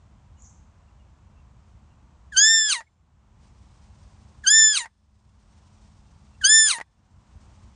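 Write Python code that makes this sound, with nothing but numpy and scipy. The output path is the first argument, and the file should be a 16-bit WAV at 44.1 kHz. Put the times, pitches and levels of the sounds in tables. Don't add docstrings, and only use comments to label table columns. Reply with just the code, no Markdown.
import sys
import numpy as np
from scipy import signal
from scipy.fft import rfft, irfft, next_fast_len
from scipy.io import wavfile
from scipy.ndimage import uniform_filter1d, minimum_filter1d

SR = 44100
rng = np.random.default_rng(int(sys.argv[2]) if len(sys.argv) > 2 else 0)


def persist_wave(psi):
    counts = np.round(np.clip(psi, -1, 1) * 32767).astype(np.int16)
    wavfile.write(sys.argv[1], SR, np.atleast_2d(counts).T)


N = 341775
TIME = np.arange(N) / SR

# f/Hz, level/dB
RUMBLE_COLOUR = [(12, -47), (20, -20.5), (47, -1), (70, 2), (95, -4), (167, -13), (212, -14.5), (263, -23),
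                 (350, -32.5), (460, -53.5), (770, -120)]
# f/Hz, level/dB
HISS_COLOUR = [(180, -29.5), (300, -2.5), (420, -7), (999, -2), (1690, -13), (2710, -16.5), (4800, -22),
               (6160, -20), (7680, -21.5), (10000, -36.5), (13000, -68.5), (22000, -120)]
# t/s, added share/dB, half-width/s
AIR_SWELLS = [(4.2, -11.5, .4), (7.195, -1, .45)]
# t/s, level/dB, half-width/s
GRASS_BRUSHES = [(1.698, -81, .06), (3.444, -71, 0.059), (3.96, -86, 0.32), (5.83, -83, 0.12)]
# f/Hz, level/dB
GRASS_COLOUR = [(1000, -12.5), (2500, -6), (4000, -4.5), (5800, -3), (7200, -6.5), (9000, -8), (10000, -29)]
# t/s, f/Hz, level/dB, half-width/s
FAR_PEEPS = [(.38, 2880, -73.5, .016), (.888, 2780, -74.5, 0.0076), (1.01, 2830, -73, 0.014),
             (1.386, 2710, -73.5, 0.028), (1.916, 2780, -78, 0.027), (2.875, 2200, -53.5, 0.0084),
             (6.354, 2720, -71.5, 0.018)]
# t/s, f/Hz, relative level/dB, half-width/s
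CHIRP_NOTES = [(0.408, 6800, -62.5, 0.026), (.423, 6940, -46.5, 0.0018), (.458, 6470, -53, 0.022),
               (0.5, 7500, -63, 0.011)]
# start/s, fade from/s, stop/s, f/Hz, level/dB, fade by the stop/dB
STEADY_HIGH_TONES = [ (2.388, 2.410, 2.412, 6718, -20, 0), (2.412, 2.434, 2.482, 6718, -14, -22),
                     (4.502, 4.660, 4.735, 7063, -14.5, -11), (4.502, 4.518, 4.525, 9819, -28, -2),
                     (4.590, 4.780, 4.830, 9819, -56, 0), (4.765, 4.810, 4.825, 7063, -37, -3),
                     (6.462, 6.670, 6.765, 9130, -24, -20), (6.480, 6.720, 6.780, 9819, -47, -3),
                     (6.493, 6.590, 6.688, 7063, -14.5, -8)]
# t/s, level/dB, decay/s
THROAT_CATCHES = [(2.806, -34.5, 0.0091), (4.842, -40, 0.0095), (4.857, -35, 0.0078), (6.785, -32, .008),
                  (6.801, -29.5, .003), (6.812, -28, 0.0053)]
# f/Hz, level/dB
CATCH_COLOUR = [(150, -27), (500, -11.5), (850, 6), (1300, -3), (1900, 8), (2800, -13.5), (4500, -13.5),
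                (9000, -18.5)]
# f/Hz, relative level/dB
CATCH_MODES = [(900, -8), (1920, -4)]
# f/Hz, gain/dB
THROAT_GAIN = [(800, -9), (1300, -3.5), (1750, 1), (1920, 4), (2600, -2), (3050, -2.5), (3550, -5),
               (3950, 10.5), (4400, 3.5), (4700, -2.5), (5350, -1), (5800, -3.5), (6250, 5.5), (6550, 6)]
# f/Hz, level/dB
BREATH_COLOUR = [(200, -17.5), (900, -19), (1500, -7), (2300, -25.5), (2750, -10), (3700, -12), (4400, -2),
                 (5900, -11), (6400, 0.5), (7200, 7), (8100, -33.5), (8900, -7), (10000, -23.5)]
# f/Hz, level/dB
RASP_COLOUR = [(200, -35), (700, -36), (1100, -11), (1800, -15.5), (2600, -6.5), (3400, -10.5),
               (4100, -1.5), (5200, -13), (6400, 1.5), (7400, -13), (8200, 1), (9200, 3.5), (10000, -14)]
# start/s, mouth opens/s, effort fades from/s, voice breaks/s, end/s, top pitch/Hz, rise/s,
# sag/(Hz/s), level trim/dB, fundamental's loss by the break/dB, rasp trim/dB,
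# lower and upper gliding tone against the overtones/dB
FAWN_BLEATS = [(2.32, 2.367, 2.500, 2.729, 2.827, 1796, .174, 598, 0.25, -13, -0.5, 0, -26),
               (4.437, 4.467, 4.605, 4.774, 4.876, 1786, .114, 484, -0.5, -14.5, -1.5, -17.5, -16.5),
               (6.411, 6.442, 6.585, 6.711, 6.810, 1780, 0.13, 416, 0, -11.5, 1, -18.5, -29.5)]

BREAK_S, RELEASE_S = .0139, .027


def from_db(db):
    return 10 ** (np.asarray(db) / 20)


def rms_one(x):
    return x / np.sqrt(np.mean(x ** 2) + 1e-20)


def at_hz(points, hz):
    f, db = np.transpose(points)
    return from_db(np.interp(np.log(hz + 1e-9), np.log(f), db))


def noise(colour, size=N, gate=1):
    padded = next_fast_len(size)
    hz = np.arange(padded // 2 + 1) * SR / padded
    spectrum = rfft(gate * rng.standard_normal(size), padded)
    return rms_one(irfft(spectrum * at_hz(colour, hz), padded)[:size])


def drift(rate_hz, size=N):
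    sos = signal.butter(2, min(rate_hz, SR / 4), fs=SR, output="sos")
    return rms_one(signal.sosfilt(sos, rng.standard_normal(size + SR))[SR:])


def phase_of(hz):
    return 2 * np.pi * np.cumsum(hz) / SR


def tone(phase):
    return np.sqrt(2) * np.sin(phase + rng.uniform(0, 2 * np.pi))


def ramp(t, start, length):
    return np.clip((t - start) / length, 0, 1)


def swell(peak_s, db, width_s, t=TIME):
    return from_db(db) * np.exp(-np.minimum(((t - peak_s) / width_s) ** 2, 50))


def scattered(x, t60, wet_db):
    tail = rng.standard_normal(SR) * from_db(-60 * TIME[:SR] / t60)
    tail /= np.sqrt(np.sum(tail ** 2))
    return x + from_db(wet_db) * signal.fftconvolve(x, tail)[:N]


def outdoor_bed(rumble_db=-52.5, hiss_db=-66, hum_db=-66, hum_hz=209):
    swells = 1 + sum(swell(*row) for row in AIR_SWELLS)
    rumble = from_db(rumble_db + 1.5 * drift(11)) * noise(RUMBLE_COLOUR)
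    hiss = from_db(hiss_db) * noise(HISS_COLOUR)
    early_db = -7.5 * (1 - ramp(TIME, 3.38, .62))
    hum = from_db(hum_db + early_db) * tone(phase_of(hum_hz + 3 * drift(3.8)))
    return swells * (rumble + hiss) + hum


def grass(stir_from_s=3.44, stir_db=-72, flicker_db=2):
    stirring = from_db(stir_db) * ramp(TIME, stir_from_s, .18)
    brushes = sum(swell(*row) for row in GRASS_BRUSHES)
    return (stirring + brushes) * from_db(flicker_db * drift(25)) * noise(GRASS_COLOUR)


def far_peeps(warble_hz=60):
    warble = warble_hz * drift(112)
    return sum(swell(s, db, width) * tone(phase_of(hz + warble)) for s, hz, db, width in FAR_PEEPS)


def bird_chirp(warble_hz=380, trim_db=-2):
    warble = warble_hz * drift(590)
    chirp = sum(swell(s, db + trim_db, width) * tone(phase_of(hz + warble))
                for s, hz, db, width in CHIRP_NOTES)
    return scattered(chirp, t60=.51, wet_db=-.5)


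def ducking(foreground, threshold_db=-27, depth_db=13, hold_s=.3, release_db_per_s=22):
    level_db = 10 * np.log10(np.abs(uniform_filter1d(foreground ** 2, size=441)) + 1e-12)
    cut_db = np.clip(level_db - threshold_db, 0, depth_db)
    half = int(hold_s * SR / 2)
    held_db = -minimum_filter1d(-cut_db, 2 * half + 1, origin=half)
    recovery_db = release_db_per_s * TIME
    return from_db(recovery_db - np.maximum.accumulate(held_db + recovery_db))


def steady_high_tones(edge_s=.0052, waver_db=1):
    out = np.zeros(N)
    for start, fades, stop, hz, level_db, fade_db in STEADY_HIGH_TONES:
        gate = np.clip(np.minimum(TIME - start, stop - TIME) / edge_s + .5, 0, 1)
        on = gate > 0
        edges = np.sin(gate[on] * np.pi / 2) ** 2
        level = from_db(level_db + fade_db * np.interp(TIME[on], [fades, stop], [0, 1]))
        out[on] += edges * level * np.sqrt(2) * np.sin(2 * np.pi * hz * TIME[on])
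    return out * from_db(waver_db * drift(37))


def croaks(air_db=-4):
    out = np.zeros(N)
    air = from_db(air_db) * noise(CATCH_COLOUR)
    for s, db, decay in THROAT_CATCHES:
        on = (TIME >= s) & (TIME < s + 10 * decay)
        age = TIME[on] - s
        ring = sum(from_db(mode_db) * np.sin(2 * np.pi * hz * age) for hz, mode_db in CATCH_MODES)
        out[on] += from_db(db) * np.exp(-age / decay) * (ring + air[on])
    return out


def gliding_tones(t, moments, phase, rough, lower_db, upper_db, shift_hz=5512):
    _, opens, _, breaks, _ = moments
    lower = from_db(lower_db - 20.5 * (1 - ramp(t, opens, .09)))
    lower /= 1 + np.exp((t - breaks) / BREAK_S + 2)
    upper = from_db(upper_db) + swell(opens + .011, -8, .0053, t) + swell(breaks, -9, .022, t)
    first, second, third = (tone(k * phase + 2 * np.pi * shift_hz * t) for k in (1, 2, 3))
    return lower * first + upper * (second + rough * third)


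def turbulence(phase, harsh, pulsing=.18, breath_db=-2):
    puffs = 1 + pulsing * np.cos(phase)
    rasp = noise(RASP_COLOUR, len(phase), puffs)
    breath = from_db(breath_db) * noise(BREATH_COLOUR, len(phase), puffs)
    return np.sqrt(harsh) * rasp + np.sqrt(1 - harsh) * breath


def bleat_pitch(t, moments, top_hz, rise_s, sag_hz_per_s,
                squeak_hz=1880, fall_hz=448, climb_hz=282, broken_hz=908):
    start, opens, _, breaks, end = moments
    squeak = squeak_hz - fall_hz * np.sqrt(ramp(t, start, opens - start))
    to_top = opens + rise_s - t
    still_to_climb = climb_hz * (np.maximum(to_top, 0) / rise_s) ** 2.37
    arch = top_hz - still_to_climb + sag_hz_per_s * np.minimum(to_top, 0)
    held = (1 + np.exp((t - breaks) / BREAK_S)) ** -.95
    broken = broken_hz * (1 - .34 * ramp(t, end - RELEASE_S, RELEASE_S))
    return held * np.maximum(squeak, arch) + (1 - held) * broken


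def bleat_levels(t, moments, trim_db, loss_db, rasp_trim_db, attack_s, opening_s=.009, shut_db=-34.5):
    start, opens, fades, breaks, end = moments
    opened = ramp(t, opens - opening_s, opening_s)
    shut = 1 - ramp(t, start - attack_s / 2, attack_s) + ramp(t, end - RELEASE_S, RELEASE_S)
    spent = ramp(t, fades, breaks - fades)
    before_break, after_break = np.maximum(breaks - t, 0), np.maximum(t - breaks, 0)
    push_s = opens + .012
    effort_db = trim_db + swell(push_s, 0, .013, t) - 2.5 * swell(opens + .035, 0, .038, t)
    first_db = -21.5 + effort_db + loss_db * spent
    over_db = -19 + effort_db - 7 * spent - 370 * after_break
    opening_rasp_db = np.maximum(-34.5 - 190.5 * np.abs(t - push_s), -48.5)
    break_rasp_db = -29.5 - 202.5 * before_break
    rasp_db = rasp_trim_db + np.maximum(opening_rasp_db, break_rasp_db) - 310.5 * after_break
    growth_db = 161 * (t - opens)
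    return [(1 - opened) * (squeak_db + growth_db) + opened * open_db + shut_db * shut
            for squeak_db, open_db in ((-33, first_db), (-58, over_db), (-50, rasp_db))]


def bleat(row, attack_s=.008, waver_hz=32, jitter=.026, shimmer=.35, jitter_hz=300,
          harsh_from=.19, lag_s=.0035, ceiling_hz=6580):
    *moments, top_hz, rise_s, sag_hz_per_s, trim_db, loss_db, rasp_trim_db, lower_db, upper_db = row
    start, _, fades, breaks, end = moments
    span = (TIME >= start - attack_s / 2) & (TIME <= end)
    t = TIME[span]
    size = len(t)
    pitch = bleat_pitch(t, moments, top_hz, rise_s, sag_hz_per_s) * (1 + .0007 * drift(waver_hz, size))
    wavering_db = trim_db + .8 * drift(waver_hz, size)
    first_db, over_db, rasp_db = bleat_levels(t, moments, wavering_db, loss_db, rasp_trim_db, attack_s)
    rough = np.minimum(from_db(rasp_db - np.maximum(first_db, over_db)), 1)
    harsh = rough ** 6 / (rough ** 6 + harsh_from ** 6)
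    unsteady = np.sqrt(rough * harsh)
    phase = phase_of(pitch * (1 + jitter * unsteady * drift(jitter_hz, size)))
    tilt_db = .3 * np.minimum(over_db - first_db, 0)
    dull_db = -2.5 * ramp(t, fades, breaks - fades)
    voice = 0
    for k in range(1, 8):
        late_db = np.minimum(over_db, np.interp(t - (k - 2) * lag_s, t, over_db))
        harmonic_db = first_db if k == 1 else late_db + (k - 3.5) * tilt_db + (k - 1.5) * dull_db
        below_ceiling = np.clip((ceiling_hz - k * pitch) / 100, 0, 1)
        level = from_db(harmonic_db) * at_hz(THROAT_GAIN, k * pitch) * below_ceiling
        voice += level * tone(k * phase) * (1 + shimmer * unsteady * drift(jitter_hz, size))
    glides = gliding_tones(t, moments, phase, rough, lower_db, upper_db)
    voice += from_db(over_db) * glides * (1 + .98 * rough * drift(jitter_hz, size))
    rasp = from_db(rasp_db + 4) * turbulence(phase, harsh)
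    creak = from_db(.5 * harsh * drift(160, size))
    out = np.zeros(N)
    out[span] = (voice + rasp) * creak
    return out


def scene():
    throat = sum(bleat(row) for row in FAWN_BLEATS) + croaks()
    foreground = scattered(throat, t60=.95, wet_db=-51.5) + steady_high_tones()
    outdoors = outdoor_bed() + bird_chirp() + far_peeps() + grass()
    return (foreground + ducking(foreground) * outdoors)[None]


def record(dry, low_cut_hz=34, high_cut_hz=10000):
    thin = signal.sosfilt(signal.butter(2, low_cut_hz, "high", fs=SR, output="sos"), dry)
    return signal.sosfilt(signal.ellip(12, .1, 85, high_cut_hz, fs=SR, output="sos"), thin)


dry = scene()
out = record(dry)
persist_wave(out)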